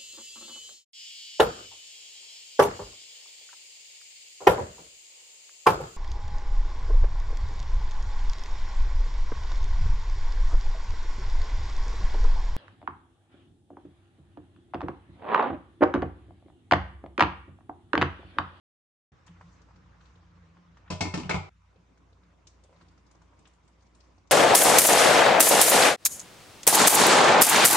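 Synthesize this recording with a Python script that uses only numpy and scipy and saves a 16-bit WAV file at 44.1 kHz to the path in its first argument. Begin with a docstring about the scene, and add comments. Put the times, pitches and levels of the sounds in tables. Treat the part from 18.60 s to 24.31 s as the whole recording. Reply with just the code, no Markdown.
"""Kitchen: sauce, lid, simmer and sugar

After a short silence thick sauce is stirred and plops: rising bubble tones in wet noise, with treble cracks.
A glass lid rattles onto the steel pan (noise clacks, ringing modes, stove thumps) until a cut ends its ring.
Then the pan simmers (random spectra, more plops) and sugar is sprinkled from the fingers (treble puffs).
An appliance drones under it (hum, narrow noise, low boom); the small hard room answers with sparse taps."""
import sys
import numpy as np
from scipy import signal
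from scipy.fft import rfft, irfft
from scipy.io import wavfile
from scipy.ndimage import uniform_filter1d

SR = 44100
rng = np.random.default_rng(int(sys.argv[2]) if len(sys.argv) > 2 else 0)


def file_out(sig):
    """Save sig as 16-bit WAV at sys.argv[1]."""
    # one column per channel
    cols = np.atleast_2d(sig).T
    # limit, then scale
    lim = np.clip(cols, -1, 1)
    pcm = np.round(lim * 32767).astype(np.int16)
    wavfile.write(sys.argv[1], SR, pcm)


def nominal_scale(level):
    """Amplitude ratio for a level in decibels (scalar or array-like)."""
    x = np.asarray(level, float) / 20
    return 10 ** x


N = 251811
START_S, CUT_S = 0.519, 2.895  # the sound begins; the lid is cut off and the covered pan simmers


def evened(x):
    """Scales to rms 1."""
    return x / np.sqrt(np.mean(x ** 2) + 1e-20)


def read(points, hz):
    """Reads a curve of (Hz, value) points on a log frequency axis."""
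    f, value = np.transpose(points)
    return np.interp(np.log(hz + 1), np.log(f + 1), value)


def add(mix, s, sound, pan_db):
    """Mixes a sound (one or two channels) in at a time; pan_db is left over right."""
    part = mix[:, round(s * SR):][:, :sound.shape[-1]]
    part += nominal_scale([[pan_db / 2], [-pan_db / 2]]) * sound[..., :part.shape[1]]


def narrow(centre_hz, width):
    """A narrow band of noise at rms 1."""
    hz = np.fft.rfftfreq(N, 1 / SR)
    spectrum = rfft(rng.standard_normal(N)) / (1 + ((hz - centre_hz) / width) ** 2)
    return evened(irfft(spectrum, N))


def burst(colour_db, t60, rise, same):
    """A coloured puff of noise on two channels that swells quickly and dies away; same is their likeness."""
    count = 2 * len(colour_db) - 2
    t = np.arange(count) / SR
    noise = rng.standard_normal((2, count))
    noise[1] = same * noise[0] + np.sqrt(1 - min(same, 1) ** 2) * noise[1]
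    coloured = evened(irfft(rfft(noise) * nominal_scale(colour_db)))
    return coloured * nominal_scale(-60 * t / t60) * np.minimum(t / rise, 1)


def ring(modes, extra_db, rise, free=1):
    """One blow on decaying modes: extra_db(hz) is how strongly it drives each; free scales the decay time."""
    hz, db, t60 = np.transpose(modes)[:, :, None]
    t = np.arange(SR // 2) / SR
    scatter_db = 1.5 * rng.standard_normal(hz.shape)
    envelope = nominal_scale(db + scatter_db + extra_db(hz) - 60 * t / (free * t60))
    tones = envelope * np.sin(2 * np.pi * hz * t)
    return tones.sum(0) * np.minimum(t / rise, 1)


# decay of the small hard room. Each row: frequency in Hz, t60 in s
ROOM_DECAY = [(200, 1), (1000, 0.52), (4000, 0.41), (9000, 0.33)]


def kitchen(x):
    """The room's answer: sparse taps of random sign, each band dying at its own speed."""
    taps = np.zeros((2, SR // 2))
    slots = np.arange(200, SR // 2 - 20, 20)
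    at = slots + rng.integers(0, 20, (2, len(slots)))
    np.put_along_axis(taps, at, rng.choice([-1., 1.], at.shape), 1)
    hz, t, z = signal.stft(taps, SR, nperseg=256)
    z *= (hz / (hz + 300))[:, None] ** 2  # the small room adds little bass
    decay = nominal_scale(-60 * t / read(ROOM_DECAY, hz)[:, None])
    tail = signal.istft(z * decay, SR, nperseg=256)[1]
    return signal.fftconvolve(x.mean(0)[None], tail / np.linalg.norm(tail[0]), axes=1)[:, :N]


# spectra of the wash, open pan stirred and later simmering. Each row: frequency in Hz, relative dB per Hz
AIR_STIR = [(71, -51.5), (120, -8), (173, -11), (190, 1), (216, -21.5), (295, -12), (374, -24),
            (484, -17.5), (625, -24.5), (1100, -17.5), (2180, -27.5), (6420, -42), (9610, -59),
            (12500, -83), (21100, -120)]
AIR_SIMMER = [(71, -28), (120, -4.5), (167, -4), (216, -13), (300, -6.5), (395, -14), (433, -13),
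              (870, -16.5), (989, -12), (1780, -23.5), (2180, -22), (6910, -40.5), (9610, -45.5),
              (12500, -87), (21100, -120)]
# slow levels. Each row: time in s, wash in relative dB, hiss of sauce and sugar in relative dB
ACTIVITY = [(.52, -69.5, -85.5), (.72, -67, -85), (.93, -66.5, -74.5), (1.05, -68.5, -82.5),
            (1.36, -67.5, -85.5), (1.45, -66.5, -76), (1.62, -69, -85.5), (2.25, -68, -89),
            (2.93, -72, -87), (3.851, -71.5, -85), (4.1, -70.5, -84), (4.22, -67, -83), (4.3, -69.5, -84),
            (4.7, -70.5, -84.5), (4.88, -69.5, -80), (5.0, -71, -86), (5.3, -71.5, -83.5),
            (5.42, -69.5, -79), (5.7, -71.5, -85)]
# spectrum of the hiss. Each row: frequency in Hz, relative dB per Hz
HISS = [(1500, -10), (3000, -12), (6000, -3), (7500, -10.5), (9500, -27)]
# after the cut the low mids come back from the top down. Each row: time in s, lowest frequency back in Hz
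RETURN = [(2.9, 1400), (3.0, 910), (3.08, 530), (3.15, 198)]
# stereo likeness. Each row: frequency in Hz, left-right likeness (0 to 1)
SAME = [(60, 0.98), (160, 0.62), (450, 0.43), (1230, 0.17), (3350, 0.32), (9160, 0.2)]
# stereo balance. Each row: frequency in Hz, left over right in dB
SIDES = [(60, -5), (210, -0.5), (740, -2), (2610, 0), (9160, 6.5)]


def air():
    """Wash and hiss as random short-time spectra, each on its own slow level."""
    frames, hz = N // 256 + 5, np.fft.rfftfreq(1024, 1 / SR)[:, None]
    t = np.arange(frames) * 256 / SR
    s, wash_db, hiss_db = np.transpose(ACTIVITY)
    colour_db = np.where(t < CUT_S, read(AIR_STIR, hz), read(AIR_SIMMER, hz))
    # both colours get the same power in the bins from about 430 Hz to 2.5 kHz
    colour_db = colour_db - 10 * np.log10((nominal_scale(colour_db) ** 2)[10:58].sum(0))
    wash = nominal_scale(colour_db + np.interp(t, s, wash_db))
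    hiss = nominal_scale(read(HISS, hz) + np.interp(t, s, hiss_db)) / np.linalg.norm(nominal_scale(read(HISS, hz)))
    field = np.hypot(wash, hiss)
    edge_hz = np.interp(t, *np.transpose(RETURN), left=0, right=0)
    field *= nominal_scale(-12 * ((hz < edge_hz) & (hz > 190)))
    a, b, c, d, patches = rng.standard_normal((frames, 513, 5)).T
    # louder and softer patches, smoothed over frequency and time
    patches = evened(uniform_filter1d(uniform_filter1d(patches, 14, 0), 6, 1))
    field *= nominal_scale(1.9 * patches)
    same, lean = np.clip(read(SAME, hz), -1, 1), nominal_scale(read(SIDES, hz) / 2)
    left = a + 1j * b
    right = same * left + np.sqrt(1 - same ** 2) * (c + 1j * d)
    z = np.array([left * lean, right / lean])
    return nominal_scale(3.0) * signal.istft(z * field, nperseg=1024, noverlap=768)[1][:, :N]


# fuzzy lines of the drone. Each row: centre in Hz, width in Hz, level in dB while stirring, level in dB later
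DRONE = [(61, 6, -65.5, -74), (88.1, 4.9, -63, -68), (119.3, 2.3, -69, -82.5), (3670, 44, -104, -95.5),
         (6900, 62, -100, -98.5)]
# the low boom, which comes and goes. Each row: time in s, level in dB
BOOM = [(0.53, -74), (0.644, -99), (0.708, -51), (0.808, -76), (0.856, -48.5), (0.954, -79), (0.992, -63),
        (1.06, -76), (1.136, -63), (1.4, -71), (1.7, -66), (1.76, -62.5), (2.11, -61.5), (2.2, -75),
        (3.12, -98), (3.2, -57.5), (3.3, -85), (3.55, -86), (3.67, -61), (3.74, -80.5), (4.0, -75.5),
        (4.24, -67), (4.45, -76), (5.7, -76.5)]


def drone():
    """The appliance: a steady sine hum, narrow noise lines, and a low boom that comes and goes."""
    t = np.arange(N) / SR
    hum_hz, hum_db, boom_hz, boom_width_hz = 59, -63.5, 174.8, 5.9
    out = nominal_scale(hum_db) * np.sqrt(2) * np.sin(2 * np.pi * hum_hz * t)
    for centre_hz, width, stir_db, later_db in DRONE:
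        out += narrow(centre_hz, width) * nominal_scale(np.where(t < CUT_S, stir_db, later_db))
    boom = signal.hilbert(narrow(boom_hz, boom_width_hz))
    boom = evened(boom.real / np.sqrt(abs(boom)))  # halves, in dB, the swing of its level
    s, boom_db = np.transpose(BOOM)
    return out + boom * nominal_scale(np.interp(t, s, boom_db))


def shuffle():
    """A soft low swell: narrow noise under a bell-shaped envelope."""
    middle_s, spread_s, peak_db, hz, width_hz = 4.13, 0.04, -64.5, 514, 88
    swell = np.exp(-((np.arange(N) / SR - middle_s) / spread_s) ** 2)
    return nominal_scale(peak_db) * narrow(hz, width_hz) * swell


def crack(hz, t60):
    """A puff of treble: a pitched core on a broad skirt."""
    bins = np.fft.rfftfreq(4096, 1 / SR) + 1
    octaves = np.log2(bins / hz)
    skirt_db = -4 - 4 * octaves ** 2 - 8 * np.maximum(octaves, 0)
    colour_db = np.maximum(-40 * octaves ** 2, skirt_db)
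    return burst(colour_db - 20 * (bins / 10000) ** 6, t60, 0.14 * t60, 0.069)


def plop(hz):
    """A bubble tone that rises in pitch as it dies, in a wet splat of noise."""
    t, bins = np.arange(4096) / SR, np.fft.rfftfreq(4096, 1 / SR) + 1
    bubble_cycles, splat_db, splat_t60_s = 26, -4, 0.064  # the bubble dies 60 dB in so many cycles
    bubble = np.sin(2 * np.pi * hz * t * (1 + 8 * t))
    bubble *= nominal_scale(-60 * t * hz / bubble_cycles) * np.minimum(t / .001, 1)
    return bubble + nominal_scale(splat_db) * burst(-8 * np.log2(bins / hz) ** 2, splat_t60_s, 0.001, 0.93)


def simmer():
    """Faint plops at random times, levels and pitches throughout."""
    out = np.zeros((2, N))
    count, lowest_db, spread_db, lowest_hz, octaves = 24, -70, 6, 420, 1.5
    for when, size, pitch in rng.random((count, 3)):
        bubble = plop(lowest_hz * 2 ** (octaves * pitch))
        add(out, when * N / SR, nominal_scale(lowest_db + spread_db * size) * bubble, -.6)
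    return out


# the clearest plops and ticks. Each row: start in s, plop level in dB, plop pitch in Hz, crack level in dB,
# crack centre in Hz
TICKS = [(0.669, -54.5, 1000, -56, 6470), (0.663, -70, 900, -54.5, 7000), (0.677, -54.5, 1020, -50.5, 2930),
         (0.688, -61, 910, -73, 2500), (0.81, -44.5, 960, -64, 5630), (1.015, -67.5, 484, -58, 5670),
         (1.086, -58, 935, -79, 5380), (1.108, -55, 850, -76, 3900), (1.158, -56.5, 1180, -59.5, 4600),
         (1.406, -56, 1180, -58, 3680), (1.454, -74, 999, -56.5, 3670), (1.554, -64, 393, -59.5, 3520),
         (1.629, -60, 1070, -73, 4080), (1.968, -55, 980, -74, 3600), (2.17, -50.5, 1190, -60.5, 5830),
         (2.262, -57, 1180, -74, 2940), (2.277, -49.5, 1380, -65, 3060), (3.157, -56, 451, -67, 3600),
         (3.374, -63.5, 1380, -64, 5840), (3.525, -63, 435, -62, 4030), (3.632, -63.5, 990, -65, 3930),
         (3.869, -64, 1090, -43.5, 5940), (4.035, -61, 440, -54, 7500), (4.047, -60.5, 503, -65, 2740),
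         (4.093, -57, 555, -73, 4040), (4.127, -55.5, 860, -66, 5190), (4.161, -64, 970, -60.5, 3900),
         (4.211, -54.5, 1020, -56, 4000), (4.22, -58.5, 300, -66, 7500), (4.282, -69, 1010, -56.5, 4740),
         (4.375, -58, 840, -61, 5260), (4.463, -76, 926, -60, 5500), (4.51, -58.5, 885, -56, 7000),
         (4.549, -60, 900, -62, 5780), (4.617, -57, 880, -61, 6700), (4.731, -56.5, 940, -76, 3650),
         (4.789, -83, 494, -59, 7300), (4.853, -59.5, 1050, -50, 2900), (4.871, -55.5, 950, -55, 7300),
         (4.933, -68, 1020, -63, 7600), (5.076, -66, 940, -58.5, 7800), (5.205, -74, 930, -62.5, 4700),
         (5.222, -63, 910, -61, 6500), (5.264, -65, 640, -64, 6300), (5.347, -77, 420, -56, 7780),
         (5.403, -66, 417, -52.5, 5030), (5.439, -77, 1150, -64, 5730), (5.579, -60, 674, -61, 5100),
         (5.671, -77, 800, -59.5, 6040), (5.699, -60, 654, -51.5, 6340)]


def sauce():
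    """Each plop comes with a crack of treble and its faint longer tail, both heard more on the left."""
    out, bins = np.zeros((2, N)), np.fft.rfftfreq(4096, 1 / SR) + 1
    crack_t60_s, tail_t60_s, tail_db = 0.043, .2, -20.5
    for s, db, hz, crack_db, crack_hz in TICKS:
        add(out, s, nominal_scale(db) * plop(hz), -.6)
        tail = nominal_scale(tail_db) * burst(-40 * np.log2(bins / crack_hz) ** 2, tail_t60_s, .01, 0.12)
        add(out, s, nominal_scale(crack_db) * (crack(crack_hz, crack_t60_s) + tail), 4)
    return out


def sugar():
    """Stray grains landing at random, each a faint crack of treble."""
    out = np.zeros((2, N))
    first_s, last_s, lowest_db, spread_db = 4.05, 5.65, -77, 6
    for when, size, pitch in rng.random((30, 3)):
        grain = nominal_scale(lowest_db + spread_db * size) * crack(4000 + 5000 * pitch, 0.096)
        add(out, first_s + (last_s - first_s) * when, grain, 4)
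    return out


# knocks of lid on rim. Each row: start in s, clack level in dB, thump level in dB, thump centre in Hz,
# treble lift in dB, loudest ring in Hz
KNOCKS = [(2.302, -38, -26, 190, 15.5, 996), (2.305, -32, -40, 300, -1, 520),
          (2.324, -41, -32, 146, 8, 710), (2.407, -26.5, -21.5, 238, 12, 773),
          (2.412, -32.5, -34.5, 92, -18, 2185), (2.453, -36.5, -23.5, 277, -10, 2185),
          (2.468, -42.5, -39, 98, -5, 996), (2.539, -30, -24.5, 180, 3.5, 1800),
          (2.574, -38, -24, 294, 7.5, 1050), (2.599, -41, -26.5, 255, 6.5, 860),
          (2.633, -43.5, -36.5, 170, -8, 2820), (2.654, -47, -33, 182, 0.5, 720),
          (2.694, -25.5, -26, 192, 1, 1580), (2.709, -27, -36, 190, -6.5, 2185),
          (2.742, -26.5, -21, 159, -5.5, 790), (2.753, -38, -54, 159, -3.5, 1130),
          (2.769, -47, -30.5, 109, -17, 2185)]
# modes of lid and pan. Each row: frequency in Hz, relative level in dB, t60 in s
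LID = [(435, 2.5, 0.21), (520, -7, 0.15), (622, -4, 0.62), (680, 4, 0.065), (744, -17.5, 0.5),
       (797, -7.5, 0.081), (874, -4, 0.4), (996, -3, 0.47), (976, -7, 0.086), (1220, -18, 0.04),
       (1376, -18, 0.37), (1470, -5.5, 0.33), (1580, 7, 0.027), (1800, -2, 0.14), (2080, -7, 0.25),
       (2148, -5.5, 0.38), (2185, 1.5, 0.27), (2220, -19, 0.32), (2560, 6, 0.081), (2594, -5.5, 0.39),
       (3050, -5.5, 0.12), (3270, -7, 0.27), (3840, -25, .15), (4830, -34, 0.14), (5130, -10, 0.13),
       (5920, -14, .1), (7000, -25, 0.35), (7000, -25, 0.12)]
# modes of the stove. Each row: frequency in Hz, relative level in dB, t60 in s
STOVE = [(92, 9, 0.28), (147.8, -6, 0.27), (175.9, 0.5, 0.16), (255, -5.5, 0.13), (300, -0.5, 0.095),
         (374.7, -12, 0.48)]
# spectrum of the broad part of a knock. Each row: frequency in Hz, relative dB per Hz
CLACK = [(150, -14), (300, 2), (800, 0.5), (1300, -1.5), (1800, -18.5), (2300, -5.5), (3500, -12),
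         (5500, -15), (8000, -22.5), (10000, -41), (14000, -38)]
# stereo balance of the clacks. Each row: frequency in Hz, left over right in dB
LID_LEAN = [(600, -2.5), (2500, 4), (5200, 7.5)]


def lid():
    """Each knock clacks broadly, rings lid and pan, and thumps the stove near one of its modes."""
    clacks, tones, bins = np.zeros((2, N)), np.zeros((2, N)), np.fft.rfftfreq(8192, 1 / SR) + 1
    seated_s, ring_db, thump_spread = 2.5, -4, 0.31  # ring against clack; left-right unlikeness at 200 Hz
    for s, db, thump_db, thump_hz, bright_db, ring_hz in KNOCKS:
        free = 1 if s < seated_s else .65  # once seated, the rim damps the lid

        def tilt(hz):
            """The treble lift, full from 4400 Hz up."""
            return bright_db * np.clip(np.log2(hz / 2200), 0, 1)

        def spot(hz):
            """The spot struck favours nearby modes."""
            return -12 * np.minimum(abs(np.log2(hz / ring_hz)) / 0.37, 1)

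        rung = ring(LID, lambda hz: tilt(hz) + spot(hz), 0.00027, free)
        add(tones, s, nominal_scale(db + ring_db) * rung, 1.2)
        thump = ring(STOVE, lambda hz: -18 * abs(np.log2(hz / thump_hz)), 0.003)
        # the thump reaches the two microphones out of step
        apart = thump_spread * thump_hz / 200 * np.outer([1, -1], signal.hilbert(thump).imag)
        add(tones, s, nominal_scale(thump_db) * (thump + apart), .5)
        clack_db = read(CLACK, bins) + tilt(bins) + 0.82 * spot(bins)
        add(clacks, s, nominal_scale(db) * burst(clack_db, 0.15, 0.0021, 0.08), 1)
    lean_db = np.outer([.5, -.5], read(LID_LEAN, np.fft.rfftfreq(N, 1 / SR)))
    clacks = irfft(rfft(clacks) * nominal_scale(lean_db), N)
    return clacks + tones + kitchen(nominal_scale(-4) * clacks + nominal_scale(-13) * tones)


def scene():
    """Sums all layers from the start of the sound on; the lid's ring is cut off at the cut."""
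    t = np.arange(N) / SR
    plops = sauce() + simmer() + sugar()
    near = lid() * np.clip((CUT_S - t) / .003, 0, 1)
    near += plops + nominal_scale(-7.5) * kitchen(plops)
    near[1] = np.roll(near[1], 3)  # the left microphone hears the pan 3 samples first
    return (near + air() + drone() + shuffle()) * np.clip((t - START_S) / 0.0015, 0, 1)


def roll_off(x):
    """The treble ends steeply here."""
    return signal.sosfilt(signal.butter(12, 10600, fs=SR, output="sos"), x)


def record(dry):
    """The microphone's steep low cut at 48 Hz."""
    low_cut = signal.butter(4, 48, "high", fs=SR, output="sos")
    mix = signal.sosfilt(low_cut, dry)
    return roll_off(mix)


dry = scene()
out = record(dry)
file_out(out)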